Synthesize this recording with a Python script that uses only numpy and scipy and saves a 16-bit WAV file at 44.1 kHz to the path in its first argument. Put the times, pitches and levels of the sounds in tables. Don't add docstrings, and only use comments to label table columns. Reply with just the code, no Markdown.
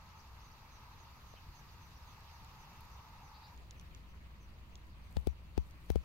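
import sys
import numpy as np
from scipy import signal
from scipy.io import wavfile
from scipy.ndimage import uniform_filter1d

SR = 44100
rng = np.random.default_rng(int(sys.argv[2]) if len(sys.argv) > 2 else 0)


def put_to_file(sound):
    columns = np.atleast_2d(sound).T
    safe = np.clip(columns, -1, 1)
    whole_steps = np.round(safe * 32767)
    wavfile.write(sys.argv[1], SR, whole_steps.astype(np.int16))


N = 266540
TIME = np.arange(N) / SR
MOVE_S = 3.55

# f/Hz, coherence (-1 to 1)
LIKENESS_OPEN = [(130, 0.96), (350, 0.81), (680, .62), (930, 0.91), (1280, 0.39), (1450, 0.18),
                 (1850, -0.39), (2650, 0.55), (3400, -0.53), (4600, -0.11), (16000, 0.022)]
# f/Hz, coherence (-1 to 1)
LIKENESS_LOW = [(60, .75), (270, 0.9), (500, 0.57), (1000, 0.36), (1300, 0.11), (1700, -0.48), (2500, 0.22),
                (3300, -0.37), (4500, -0.024), (16000, -0.14)]
# f/Hz, level/dB
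SNAP_OF_STRAW = [(800, -25), (2200, -18), (3400, -3), (4800, -10), (6600, -3), (8200, -13), (12000, -11),
                 (16000, -19)]


def gain_of(db):
    return 10 ** (np.asarray(db) / 20)


def evened(x):
    return x / np.sqrt(np.mean(x ** 2) + 1e-20)


def read(points, hz):
    f, value = np.transpose(points)
    return np.interp(np.log(hz + 1), np.log(f + 1), value)


def level(curve):
    return gain_of(np.interp(TIME, *np.transpose(curve)))


def panned(balance_db):
    return gain_of(np.array([[balance_db], [-balance_db]]) / 2)


def add(mix, s, sound):
    part = mix[:, round(s * SR):][:, :sound.shape[1]]
    part += sound[:, :part.shape[1]]


def by_spot(first, second):
    turn = np.clip((TIME - MOVE_S) / 0.043 + .5, 0, 1) * np.pi / 2
    return first * np.cos(turn) + second * np.sin(turn)


def wander(low_hz, high_hz):
    rates = np.geomspace(low_hz, high_hz, num=14)
    return evened(sum(np.sin(2 * np.pi * (rate * TIME + rng.random())) for rate in rates))


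def click(colour, bright_db=0, size=512):
    hz = abs(np.fft.fftfreq(size, 1 / SR))
    top_db = bright_db * np.clip((hz - 7000) / 3000, 0, 1)
    log_gain = np.log(gain_of(read(colour, hz) + top_db))
    pulse = np.fft.ifft(np.exp(np.conj(signal.hilbert(log_gain)))).real
    return pulse / abs(pulse).max()


def ring(hz, peak_s):
    t = np.arange(SR // 5) / SR
    return -np.sin(2 * np.pi * hz * t) * t / peak_s * np.exp(1 - t / peak_s)


def air(spectrum, likeness, patchy_db, size):
    # f/Hz, L-R level/dB
    port_tilt = [(300, 0), (1050, -0.5), (1900, 2.5), (2600, 1), (3000, -3.5), (3900, -3), (4700, -0.5),
                 (11500, .5), (14500, -2)]
    hz = np.fft.rfftfreq(size, 1 / SR)
    a, b, c, d, patches = rng.standard_normal((5, 4 * N // size + 5, len(hz)))
    patches = uniform_filter1d(patches, size=10, axis=0)
    patches = evened(uniform_filter1d(patches, size=14, axis=1))
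    same = np.clip(read(likeness, hz), -1, 1)
    left = a + 1j * b
    right = same * left + np.sqrt(1 - same ** 2) * (c + 1j * d)
    tilt = gain_of(read(port_tilt, hz) / 2)
    z = np.array([left * tilt, right / tilt])
    z *= gain_of(read(spectrum, hz) + patchy_db * patches)
    x = signal.istft(z, nperseg=size, noverlap=size - size // 4, time_axis=1, freq_axis=2)[1][:, :N]
    return x / np.sqrt(np.mean(x.mean(0) ** 2))


def road():
    # t/s, level/dB before a small lift
    traffic_level = [(0, -64.5), (.8, -64.5), (1.5, -66), (2.3, -64), (2.8, -63), (3.54, -63.5),
                     (3.57, -72.5), (5, -73), (6.04, -73.5)]
    # f/Hz, relative level/dB per Hz
    open_colour = [(250, -50), (480, -15), (680, -13.5), (800, -7), (900, -0.5), (1090, -5.5), (1270, -3),
                   (1450, -15.5), (2000, -13), (3500, -40)]
    # f/Hz, relative level/dB per Hz
    low_colour = [(250, -39), (450, -8), (550, -3.5), (780, -10.5), (930, 3), (1300, -2), (1450, -11),
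                  (2000, -9.5), (3500, -37)]
    # t/s at its nearest, time to half amplitude/s, level/dB at its nearest
    nearest_s, half_s, db = (3.15, 0.39, -65)
    # f/Hz, relative level/dB per Hz
    tyre_colour = [(600, -38), (810, -6.5), (890, 3), (980, -10), (1200, -30), (2000, -54)]
    traffic = by_spot(air(open_colour, LIKENESS_OPEN, patchy_db=0.93, size=2048),
                      air(low_colour, LIKENESS_LOW, patchy_db=0.5, size=2048))
    approach = gain_of(db) / (1 + ((TIME - nearest_s) / half_s) ** 2)
    song = approach * air(tyre_colour, LIKENESS_OPEN, patchy_db=1.0, size=4096)
    return gain_of(0.82) * level(traffic_level) * traffic + by_spot(song, 0)


def hum():
    # f/Hz, level/dB, rms pitch waver/Hz
    hz, db, waver_hz = (58, -56, 2.3)
    pitch = hz + waver_hz * wander(low_hz=0.97, high_hz=12)
    tone = evened(np.sin(2 * np.pi * np.cumsum(pitch) / SR))
    return by_spot(0, gain_of(db) * panned(balance_db=1.0) * tone)


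def chirp(length_s, start_hz, end_hz, depth_hz, trill_hz):
    t = np.arange(round(length_s * SR)) / SR
    waver = evened(uniform_filter1d(rng.standard_normal(len(t)), size=100))
    trill_cycles = np.cumsum(trill_hz * (1 + 0.21 * waver)) / SR + rng.random()
    trill = np.sin(2 * np.pi * trill_cycles)
    hz = np.linspace(start_hz, end_hz, len(t)) + depth_hz * trill + 60 * waver
    whistle = np.sin(2 * np.pi * np.cumsum(hz) / SR)
    return evened(whistle * (1 + 0.2 * trill) * signal.windows.tukey(len(t), .6))


def birds():
    # start t/s, end t/s, time between calls/s,
    # first level/dB and last level/dB against call_db, L-R level/dB
    runs = [(.145, 1.4, .279, 1, -1, -11), (1.535, 2.7, .26, -2, 0, -14), (2.9, 3.4, .32, -2.5, 2, -13),
            (3.755, 5.15, .317, -4, -9, 9), (5.25, 6.0, .311, -5, -3, 5)]
    # t/s, level/dB
    flicks = [(.082, -79), (.183, -75), (.393, -75.5), (.503, -76.5)]
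    # t/s, length/s, start f/Hz, end f/Hz, trill depth/Hz, level/dB
    notes = [(1.356, 0.039, 2850, 2710, 380, -68), (1.528, .033, 4360, 4000, 200, -75),
             (1.96, .024, 5850, 5630, 80, -72), (3.329, 0.062, 4050, 4500, 520, -68.5),
             (3.423, 0.059, 4150, 4390, 620, -67), (3.46, 0.031, 5000, 5700, 150, -77)]
    call_db, call_scatter_db = -77.5, 2
    call_s, call_start_hz, call_end_hz = .08, 6400, 5690
    flick_s, flick_start_hz, flick_end_hz = .038, 3800, 7070
    out = np.zeros((2, N))
    for start, end, gap_s, first_db, last_db, balance_db in runs:
        times = np.arange(start, end, gap_s)
        for s, db in zip(times, np.linspace(first_db, last_db, len(times))):
            chance = rng.standard_normal(3) * [.1, .012, call_scatter_db]
            stretch, pitch, strength = chance + [1, 1, call_db + db]
            call = chirp(call_s * stretch, call_start_hz * pitch, call_end_hz * pitch,
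                         depth_hz=222, trill_hz=138.2)
            add(out, s, gain_of(strength) * panned(balance_db) * call)
    for s, db in flicks:
        flick = chirp(flick_s, flick_start_hz, flick_end_hz, depth_hz=102.6, trill_hz=106)
        add(out, s, gain_of(db) * panned(balance_db=12.0) * flick)
    for s, length_s, start_hz, end_hz, depth_hz, db in notes:
        note = chirp(length_s, start_hz, end_hz, depth_hz, trill_hz=128)
        add(out, s, gain_of(db) * panned(balance_db=2.0) * note)
    t, t60 = np.arange(SR // 3) / SR, .2
    scatter = rng.standard_normal((2, len(t))) * gain_of(-60 * t / t60)
    scatter /= np.linalg.norm(scatter[0])
    return out + gain_of(-6) * signal.fftconvolve(out, scatter, axes=1)[:, :N]


def wind():
    # f/Hz, relative level/dB per Hz
    open_colour = [(15, -13.5), (26, 0), (37, -16.5), (56, 1.5), (100, -6.5), (130, -8), (200, -13.5),
                   (280, -21.5), (450, -26.5), (900, -55.5)]
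    # f/Hz, relative level/dB per Hz
    low_colour = [(15, -1), (26, -7), (38, -21), (58, -5), (80, 0), (115, -11.5), (175, -13), (260, -24.5),
                  (340, -24.5), (450, -40.5), (900, -74)]
    # t/s, rise/dB of the rumble
    buffets = [(1.488, 10), (2.42, 2.5), (3.96, 4.5), (4.22, 2)]
    buffet_s = 0.015
    rumble_open_db, rumble_low_db, flutter_open_db, flutter_low_db = -57, -57, -71.5, -66
    flutter_follows, flutter_scatter_db = .6, 1.2
    eddies = by_spot(air(open_colour, LIKENESS_OPEN, patchy_db=1.0, size=4096) * panned(balance_db=0.9),
                     air(low_colour, LIKENESS_LOW, patchy_db=0.0, size=4096))
    big = signal.sosfiltfilt(signal.butter(4, 150, fs=SR, output="sos"), eddies)
    gust_db = .5 * wander(low_hz=2, high_hz=12)
    gust_db += sum(db * np.exp(-((TIME - s) / buffet_s) ** 2) for s, db in buffets)
    flutter_db = flutter_follows * gust_db + flutter_scatter_db * wander(low_hz=3, high_hz=20)
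    rumble = by_spot(gain_of(rumble_open_db), gain_of(rumble_low_db)) * evened(big)
    flutter = by_spot(gain_of(flutter_open_db), gain_of(flutter_low_db)) * evened(eddies - big)
    return rumble * gain_of(gust_db) + flutter * gain_of(flutter_db)


def barley():
    # t/s, hiss level/dB
    breeze = [(0, -68), (1.1, -66.5), (2.85, -66), (3.2, -68), (3.85, -66.5), (4.15, -68.5), (4.6, -68.5),
              (5.5, -69), (6.04, -67)]
    # f/Hz, relative level/dB per Hz
    open_colour = [(600, -1.5), (1600, 2), (2100, 1.5), (2700, 3), (3100, -2), (3600, 1), (4800, 1),
                   (5300, -2.5), (6400, -5), (7500, -11), (8400, -21.5), (9400, -14), (11200, -14),
                   (13500, -7), (16000, -13.5)]
    # f/Hz, relative level/dB per Hz
    low_colour = [(600, 4.5), (1400, 2), (1750, 4), (2700, 4), (3200, -0.5), (4600, -1.5), (5300, -8),
                  (6700, -9), (7700, -14), (11200, -14.5), (13500, -12), (16000, -10.5)]
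    hiss = by_spot(air(open_colour, LIKENESS_OPEN, patchy_db=1.5, size=512),
                   air(low_colour, LIKENESS_LOW, patchy_db=1.64, size=512))
    touches_per_s = 60
    strength_db = 6.7 * np.minimum(rng.exponential(1, N), 3.5)
    touches = (rng.random(N) < touches_per_s / SR) * gain_of(strength_db)
    side = rng.random(N) * np.pi / 2
    spread = touches * np.array([np.cos(side), np.sin(side)])
    crackle = signal.oaconvolve(spread, click(SNAP_OF_STRAW, bright_db=4)[None], axes=1)[:, :N]
    return level(breeze) * (hiss + gain_of(-6.5) * crackle)


def stalks():
    # t/s, relative strength/dB, brightness/dB (see click), L-R level/dB
    near = [(2.4468, -47.5, 2, 3), (2.8083, -45, 26.5, 2), (2.853, -52, 21, -2), (3.5768, -50.5, -21, -7),
            (3.7093, -38, -15, -4), (3.7972, -42.5, -12, -3), (3.8122, -51, 4, -6), (3.9484, -42, -17, -3),
            (4.7554, -40, -17, 0), (5.127, -53, 0, 3), (5.7097, -51, 0, 7), (5.918, -46, 7, 3)]
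    faint_per_s, faint_db, faint_bright_db = 4, -58, 4
    faint_scatter_db = 1.5
    out, t = np.zeros((2, N)), np.arange(SR // 100) / SR
    times = TIME[(rng.random(N) < faint_per_s / SR) & (TIME > MOVE_S)]
    middle = [faint_db, faint_bright_db, 0]
    faint = [(s, *(middle + faint_scatter_db * rng.standard_normal(3))) for s in times]
    for s, db, bright_db, balance_db in list(near) + faint:
        fractures = rng.standard_normal((2, len(t))) * np.exp(-t / 0.00084)
        snap = signal.fftconvolve(fractures, click(SNAP_OF_STRAW, bright_db)[None], axes=1)
        snap /= np.linalg.norm(snap, axis=1, keepdims=True)
        add(out, s, gain_of(db + 7.5) * panned(balance_db) * snap)
    return out


def tap():
    # t/s, level/dB before panning, f/Hz
    s, db, hz = (1.3394, -52.5, 610)
    out = np.zeros((2, N))
    add(out, s, gain_of(db) * panned(balance_db=24) * ring(hz, peak_s=.0005))
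    return out


def brushing():
    # t/s at the strongest, time to 1/e amplitude/s, level/dB before flicker
    brushes = [(5.155, 0.12, -76), (5.68, 0.034, -74.5), (5.878, 0.1, -75)]
    # f/Hz, level/dB
    catch_colour = [(1500, -30), (4000, -10), (6500, -3), (9000, 3), (11500, -2), (14000, 4), (16000, -8)]
    catches_per_s = 700
    catches = (rng.random((2, N)) < catches_per_s / SR) * rng.standard_normal((2, N))
    crackle = evened(signal.oaconvolve(catches, click(catch_colour)[None], axes=1)[:, :N])
    pressure = sum(gain_of(db) * np.exp(-((TIME - s) / half_s) ** 2) for s, half_s, db in brushes)
    flicker = gain_of(3.0 * wander(low_hz=8, high_hz=50))
    return panned(balance_db=1.5) * pressure * flicker * crackle


def knocks():
    # shell level/dB,
    # snap level/dB (before a fixed cut), and the snap's brightness/dB (see click)
    blows = [(5.169, -23, 507, -7, -0.5, -2), (5.272, -22.5, 408, 2, 2, 6.5),
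             (5.5784, -22, 380, 0.5, -1, -0.5), (5.9027, -23, 424, 0.5, 4.5, 6),
             (5.958, -21, 450, 1, -3.5, 3)]
    # f/Hz, level/dB against the strength, time to the peak/s
    low_rings = [(65.9, -2, 0.012), (159, -12.5, 0.0049)]
    # f/Hz, level/dB against the strength, time to the peak/s
    rim_hz, rim_db, rim_s = (1010, -28, 0.00089)
    # f/Hz, level/dB
    snap_colour = [(300, 0), (900, 12.5), (1200, -3.5), (1700, -2), (2600, 2.5), (4700, -1.5), (6200, -9),
                   (7500, -12.5), (11000, -18.5), (14000, -16.5), (16000, -13)]
    lean_s, low_lead_s, flex_s = 0.0078, 0.0037, 0.00058
    shove_lag_s, shove_s = 0.00047, 0.0052
    cross_s = 0.00079
    out, t = np.zeros((2, N)), np.arange(-SR // 20, SR // 20) / SR
    ports = np.array([[1], [-gain_of(-11.5)]])
    low_ringing = sum(gain_of(db) * ring(hz, peak_s) for hz, db, peak_s in low_rings)
    for s, db, shell_hz, shell_db, snap_db, bright_db in blows:
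        blow = gain_of(db) * ports
        add(out, s - lean_s, blow * gain_of(-15) * np.hanning(round(lean_s * SR)))
        add(out, s - low_lead_s, blow * low_ringing)
        add(out, s + shove_lag_s, -blow * gain_of(-0.5) * np.hanning(round(shove_s * SR)))
        shell = gain_of(db + shell_db) * ring(shell_hz, peak_s=0.0012)
        shell += gain_of(db + rim_db) * ring(rim_hz, rim_s)
        add(out, s - flex_s, np.outer([1, 0], shell))
        add(out, s - flex_s + cross_s, np.outer([0, gain_of(-10.5)], shell))
        small_slips = gain_of(-20) * np.exp(-abs(t - .0002) / 0.00069)
        rub = gain_of(-35) * np.exp(-abs(t) / 0.01)
        slips = rng.standard_normal((2, len(t))) * (small_slips + rub)
        slips[:, t == 0] = 1
        snap = signal.fftconvolve(slips, click(snap_colour, bright_db)[None], axes=1)
        add(out, s + t[0], -gain_of(db + snap_db - 9.0) * panned(balance_db=15) * snap)
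    return out


def scene():
    field = road() + hum() + birds() + wind() + barley() + stalks()
    return field + tap() + brushing() + knocks()


def record(dry):
    edge_hz = 15850
    low_pass = signal.firwin(511, edge_hz, window=("kaiser", 9), fs=SR)
    return signal.oaconvolve(dry, low_pass[None], "same")


dry = scene()
out = record(dry)
put_to_file(out)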